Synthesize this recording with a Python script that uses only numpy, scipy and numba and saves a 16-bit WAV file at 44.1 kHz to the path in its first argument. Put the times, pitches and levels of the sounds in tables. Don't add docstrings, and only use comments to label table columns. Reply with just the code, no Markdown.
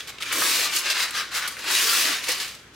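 import sys
import numpy as np
from scipy import signal
from scipy.fft import rfft, irfft
from scipy.io import wavfile
from scipy.ndimage import uniform_filter1d
from numba import njit

SR = 44100
rng = np.random.default_rng(int(sys.argv[2]) if len(sys.argv) > 2 else 0)


def volts(x):
    e = np.asarray(x, float) / 20
    return 10 ** e


def master(y):
    cut = np.clip(np.atleast_2d(y).T, -1, 1)
    pcm = np.round(cut * 32767)
    wavfile.write(sys.argv[1], SR, pcm.astype(np.int16))


N = 121275


@njit
def resonator(x, hz, width):
    y, b, l = np.empty(len(x)), 0., 0.
    g, k = np.tan(np.pi * hz / SR), width / hz
    for i in range(len(x)):
        v = (b + g * (x[i] - l)) / (1 + g * (g + k))
        b, l, y[i] = 2 * v - b, l + 2 * g * v, k * v
    return y


def unit(x):
    return x / np.sqrt(np.mean(x ** 2))


def band(x, hz, width):
    hz, width = float(hz), float(width)
    return unit(resonator(resonator(x, hz, width), hz, width))


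def noise_band(hz, width):
    return band(rng.standard_normal(N), hz, width)


def at(table, hz):
    points = np.array(table)
    return np.interp(np.log(hz), np.log(points[:, 0]), points[:, 1])


def over_time(table, t):
    return np.interp(t, *np.array(table).T)


def walk(rate):
    k = int(SR / rate)
    steps = np.repeat(rng.standard_normal(N // k + 1), k)
    return unit(uniform_filter1d(uniform_filter1d(steps, k), k)[:N])


# frequency in Hz, side level in dB.
SIDE_LEVELS = [(60, -30), (130, -29), (220, -24), (380, -27.5), (700, -17.5), (1290, -15.5), (2380, -10),
               (4400, -8), (8120, -5), (15000, -1)]


def stereo(mid, side, hz):
    return mid + volts(at(SIDE_LEVELS, hz)) * side * np.array([[1], [-1]])


# frequency in Hz, level in dB per Hz.
KITCHEN_NOISE = [(30, -17), (90, -7.5), (150, -2.5), (250, -4), (450, -4), (700, -14), (2500, -10),
                 (16000, -40.5)]
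# frequency in Hz, level in dB.
MAINS_HUM = [(59.5, -63), (119, -68)]


def kitchen(t):
    noise = 0
    for hz in 35 * 2 ** np.arange(0, 8.9, .5):
        mid, side = noise_band(hz, hz * 0.47), noise_band(hz, hz * 0.47)
        gain = volts(at(KITCHEN_NOISE, hz) + 1.8 * walk(6.3)) * np.sqrt(hz)
        noise = noise + gain * stereo(mid, 2.6 * side, hz)
    hum = 0
    for hz, db in MAINS_HUM:
        phase = 2 * np.pi * hz * t + 0.17 * walk(2.2)
        hum = hum + volts(db + 3 + 0.55 * walk(6.7)) * np.sin(phase)
    return unit(noise) * volts(-49) + hum


# loudest moment in seconds, level in dB, rise in seconds per 20 dB,
# fall in seconds per 20 dB, tilt in dB per octave.
HAND_STROKES = [(0.008, -34, 2, -0.02, -1), (.03, -43, 2, 0.1, 0), (0.077, -37, -0.1, 0.07, 0.5),
                (0.1, -33, 0.03, -0.02, 0.5), (.12, -44.5, 0.5, .6, -1.5), (0.208, -33, -0.1, 0.2, -0.5),
                (.232, -31, 0, 0, -0.5), (.262, -33, 0.03, 0.2, -0.5), (.283, -35, -0.02, 0.2, 0),
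                (.305, -32.5, -0.06, 1.05, -2.5), (.735, -27.5, 0.07, 0.05, -1),
                (0.767, -22.5, .08, 0.03, 1.5), (0.789, -26, .03, 0.05, 1.5), (0.865, -24, 0.1, 0.08, -1),
                (.885, -27.5, 0.11, -0.03, -1), (.905, -21.5, 0.04, 0.05, 0),
                (.928, -25.5, 0.1, -0.03, -1.5), (.975, -24, 0.13, 0.04, -1), (1.005, -24.5, 0.07, 0.03, 0),
                (1.033, -23, 0.1, 0.04, 0.5), (1.058, -29, 0.16, -0.04, -0.5),
                (1.086, -32, 0.26, .06, -0.5), (1.155, -27, 0.04, 0.07, -.5), (1.186, -25, 0.08, 0.08, 0),
                (1.211, -32.5, 0, 0.08, -2), (1.25, -39.5, -0.6, 0.6, -1), (1.319, -32.5, -0.1, 0.3, -0.5),
                (1.345, -26.5, -0.02, 0.1, 0.5), (1.368, -25, 0.03, 0.08, 1),
                (1.424, -28.5, 0.02, 0.11, -1.5), (1.46, -28.5, 0.08, 0.07, -1), (1.51, -37, 0, 0.14, 0.5),
                (1.588, -33.5, 0, 0.17, 0), (2.245, -31, 0.1, 0.13, 0), (2.294, -22, 0.04, 0.1148, 0.5),
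                (2.35, -30, 0.14, 0.1, -0.5), (2.415, -27.5, 0.07, 0.12, 0.5), (2.49, -38.5, 0.2, 0.17, 0),
                (2.595, -43.5, 0, 0, -.5), (2.74, -49, -0.4, .3, 0)]
# time in seconds, level in dB, tilt in dB per octave, box drone in dB.
LONG_SLIDES = [
    [(0.3, -51, -8, -24), (0.326, -26.5, 2.0, -18), (0.338, -30.5, 2.0, -13.5), (0.406, -24, 1.5, -13.5),
     (0.428, -24.5, 2, -17), (0.652, -23.5, 1, -23.5), (0.705, -30.5, -1.5, -25)],
    [(1.62, -43, -0.5, -26), (1.666, -27.5, -1, -17), (1.714, -22, 1, -25), (1.998, -23.5, 2.0, -24),
     (2.08, -22, 0.5, -22.5), (2.15, -26, 0, -27), (2.2, -32, 0, -35), (2.24, -44, -3, -5)],
]


def motion(t, octaves):
    lean = octaves * (2.38 if octaves > 0 else .6)
    power = 0
    for s, db, rise, fall, tilt in HAND_STROKES:
        slopes = np.where(t < s, (s - t) / max(rise, .005), (t - s) / max(fall, .005))
        power = power + volts(db + tilt * lean - 20 * slopes) ** 2
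    for slide in LONG_SLIDES:
        s, db, tilt, _ = np.array(slide).T
        power = power + volts(np.interp(t, s, db + tilt * lean, -120, -120)) ** 2
    soft_s = .009
    return uniform_filter1d(power, size=int(soft_s * 1000) + 1)


def crackle():
    return unit((rng.random(N) < 260 / SR) * rng.standard_normal(N))


def grit():
    hit_db = 3 * np.minimum(rng.exponential(size=N), 2.8)
    hits = (rng.random(N) < 2200 / SR) * volts(hit_db)
    return unit(1 + volts(-9) * unit(signal.lfilter([1], [1, -np.exp(-1 / (.0003 * SR))], hits)))


def slice_of(spectrum, hz, octaves):
    bins_hz = np.arange(1, len(spectrum) + 1) * SR / 2 / len(spectrum)
    off = np.log2(bins_hz / hz) / octaves
    return irfft(spectrum * np.cos(np.pi / 2 * np.clip(off, -1, 1)), 2 * len(spectrum) - 2)[:N]


# frequency in Hz, level in dB per Hz.
PAPER_TONE = [(200, -19.5), (500, -11.5), (800, -10.5), (1150, -1.5), (2200, 1), (4800, -1.5),
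              (9000, -10.5), (16000, -19)]
# time in seconds, boost in dB.
CURL_HOLLOW = [(0, 0.3), (.42, 3.5), (.5, 1), (.9, -3), (1.1, 4), (1.5, 5), (1.75, -0.9), (1.95, 3.2),
               (2.04, -3.5), (2.1, 0), (2.4, -4), (2.7, 3.5)]


def rubbing(t):
    def rub_spectrum(grains):
        hiss = grains * rng.standard_normal(N)
        return rfft(unit(hiss + volts(-6) * crackle()), 2 ** 17)

    grains = [grit() for _ in range(8)]
    noise = [[rub_spectrum(g) for g in grains[k:k + 2]] for k in range(0, 8, 2)]
    out, slow, swell = 0, t[::44], walk(24.76)
    hollow_db, step = over_time(CURL_HOLLOW, t), 1 / 7
    for k, hz in enumerate(200 * 2 ** np.arange(0, 6.4, step)):
        octaves = max(np.log2(hz / 3190), -1.5)
        power = np.interp(t, slow, motion(slow, octaves))
        hollow = hollow_db * np.exp(-(np.log2(hz / 1350) / .45) ** 2)
        patch = min(.75, 5000 / hz) * walk(18)
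        gain = np.sqrt(power) * volts(at(PAPER_TONE, hz) + 5.5 + hollow + .3 * swell + patch)
        mid, side = (slice_of(x, hz, step) for x in noise[k % 4])
        out = out + gain * stereo(mid, side, hz)
    return out


def counter(x):
    hop, out = int(.15 * SR), 1. * x
    for i in range(-hop, N, hop):
        start = max(i, 0)
        decay = volts(-60 * np.arange(6000) / SR / .13)
        echo = resonator(rng.standard_normal(6000), 2140.0, 12000.0) * decay
        echo = echo / np.sqrt(np.sum(echo ** 2))
        fade = np.cos(np.pi / 2 * np.clip((np.arange(N) - i - hop) / hop, -1, 1)) ** 2
        part = (x * fade)[:, start:i + 2 * hop]
        wet = signal.fftconvolve(part, echo[None], axes=1)[:, :N - start]
        out[:, start:start + wet.shape[1]] += volts(-9) * wet
    return out


# start in seconds, peak in dB, pitch in Hz,
# time to fade by 60 dB in seconds, spray in dB.
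CREASES = [(.006, -23, 3200, 0.025, -18.5), (0.0734, -28.5, 3160, 0.048, -12),
           (0.185, -26, 2860, 0.035, -22), (.2059, -26, 2500, 0.033, -13),
           (0.2233, -15.5, 3140, 0.033, -15), (0.2284, -16.5, 2550, 0.051, -11.5),
           (0.2588, -23, 2400, 0.034, -22), (0.3164, -16, 2180, 0.038, -25),
           (0.3256, -19, 1600, 0.047, -0.5), (0.42, -12, 1300, 0.058, -12), (0.7244, -23.5, 1760, 0.1, -23),
           (.765, -15.5, 4500, 0.044, -2), (0.7873, -20.5, 4680, 0.046, 1), (0.8587, -21, 5220, 0.052, -10),
           (0.9015, -12.5, 4560, 0.12, -14), (0.999, -17, 3000, 0.046, -13), (1.1078, -22, 2600, 0.029, -1),
           (1.1500, -31, 1570, 0.067, -8), (1.3145, -33, 1600, 0.06, -14), (1.3342, -23, 3530, 0.083, -13),
           (1.426, -19.5, 1620, 0.031, -13), (1.477, -17.5, 3940, 0.067, -1),
           (1.568, -25.5, 1890, 0.1, -10.5), (1.643, -25, 1520, 0.07, -8), (1.6818, -21, 3340, 0.053, -7),
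           (1.701, -15.5, 1580, 0.095, -17), (1.752, -15, 2220, .05, -1), (2.012, -12, 2200, 0.037, -10),
           (2.09, -16, 1390, 0.044, -13), (2.2397, -20.5, 3470, 0.067, -6.5), (2.2882, -16, 4900, .05, -6),
           (2.3180, -15.5, 4470, 0.063, -3.5), (2.401, -17, 4470, 0.066, -15),
           (2.48, -27, 4690, 0.052, -11), (2.5504, -28, 5120, 0.035, -13)]


def snaps(t):
    spray = stereo(noise_band(9300, 12000), noise_band(9300, 12000), 6000)
    out, n = np.zeros((2, N)), 6000
    click = volts(17) * (t[:n] == 0)
    for s, db, hz, t60, spray_db in CREASES:
        i = int(s * SR)
        mid, side = (band(x, hz, hz * 0.91) for x in rng.standard_normal((2, n)) + click)
        ring = volts(-2) * stereo(mid, side, hz)
        decay = volts(-60 * t[:n] / max(t60, .005))
        out[:, i:i + n] += volts(db - 8) * decay * (ring + volts(spray_db) * spray[:, i:i + n])
    return out


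def swells(t, rows):
    out = 0
    for s, db, hz, length in rows:
        shape = np.exp(-((t - s) / max(length, .01) * 2) ** 2)
        out = out + volts(db) * shape * noise_band(hz, min(hz / 4, 240))
    return out


# loudest moment in seconds, level in dB, pitch in Hz, length in seconds.
EDGE_SQUEAKS = [(.01, -38, 3350, 0.025), (0.265, -36.5, 2390, 0.048), (0.454, -31, 3700, .03),
                (0.64, -35, 2620, 0.026), (1.376, -34.5, 1310, 0.082), (1.457, -35, 1440, 0.03),
                (1.753, -28, 3900, 0.023), (1.791, -28.5, 2880, 0.057), (1.83, -35, 2550, 0.017),
                (2.056, -33, 4130, 0.048)]


def squeaks(t):
    return swells(t, EDGE_SQUEAKS)


# loudest moment in seconds, level in dB, pitch in Hz, length in seconds.
WALL_THRUMS = [(0.273, -53, 284, 0.077), (0.387, -43.5, 305, 0.092), (0.537, -47, 283, .08),
               (0.763, -48.5, 350, 0.076), (0.968, -50, 330, .05), (1.593, -54, 490, 0.056),
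               (1.74, -41, 338, .04), (1.867, -42.5, 450, 0.055), (2.077, -42, 307, 0.093),
               (2.292, -44, 850, .03), (2.403, -51, 385, 0.11)]


def thrums(t):
    return swells(t, WALL_THRUMS)


# frequency in Hz, width in Hz, level in dB.
BOX_DRONE = [(340, 176, 3), (515, 250, 2.5), (196, 630, -5)]


def drone(t):
    levels = []
    for slide in LONG_SLIDES:
        s, db, _, drone_db = np.array(slide).T
        levels.append(np.interp(t, s, db + drone_db, -120, -120))
    body = unit(sum(volts(db + 0.3 * walk(11.0)) * noise_band(hz, width) for hz, width, db in BOX_DRONE))
    loudness = uniform_filter1d(volts(np.max(levels, axis=0)), size=400)
    return stereo(body, noise_band(660, 400), 440) * loudness


# start in seconds, level in dB.
BOX_KNOCKS = [
    (2.287, -25.5),
]
# frequency in Hz, level in dB, time to fade by 60 dB in seconds.
BOX_TONES = [(503, 0, .1), (310, -10, .09), (836, -3, .06), (1910, -5, .05), (2870, -8, .05),
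             (640, -9, .04)]


def knock(t):
    out = 0
    for s, db in BOX_KNOCKS:
        since = t - s
        attack = np.clip(since / 0.0035, 0, 1)
        for hz, tone_db, t60 in BOX_TONES:
            decay = volts(db + tone_db - 60 * np.clip(since, 0, 9) / t60)
            out = out + decay * attack * np.sin(2 * np.pi * hz * since)
    return out


def room_tail(sharp, t):
    tail = rng.standard_normal((2, 15000)) * volts(-60 * t[:15000] / .25)
    tail = tail / np.sqrt(np.sum(tail ** 2) / 2)
    return volts(-9) * signal.fftconvolve(sharp, tail, axes=1)[:, :N]


def ducking(paper):
    loud_db = 10 * np.log10(uniform_filter1d(paper[0] ** 2, size=int(.2 * SR)) + 1e-9)
    return volts(-.45 * np.clip(loud_db + 29, 0, 30))


# time in seconds, left over right in dB.
PAPER_LEFT = [(0, -0.7), (.4, 0.8), (.9, 1.2), (1.5, 1), (2.0, .8), (2.7, 0.2)]


def scene():
    t = np.arange(N) / SR
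    sharp = snaps(t) + knock(t)
    paper = counter(rubbing(t)) + squeaks(t) + thrums(t) + drone(t) + sharp + room_tail(sharp, t)
    left_db = over_time(PAPER_LEFT, t)
    return paper * volts(np.array([left_db, -left_db]) / 2) + ducking(paper) * kitchen(t)


def band_limit(x):
    return signal.sosfilt(signal.butter(12, 15950, fs=SR, output="sos"), x)


def record(dry):
    bins_hz = np.arange(2 ** 16 + 1) * SR / 2 ** 17
    cut = irfft(rfft(dry, 2 ** 17) * (bins_hz < 15950))[:, :N]
    return band_limit(cut)


dry = scene()
out = record(dry)
master(out)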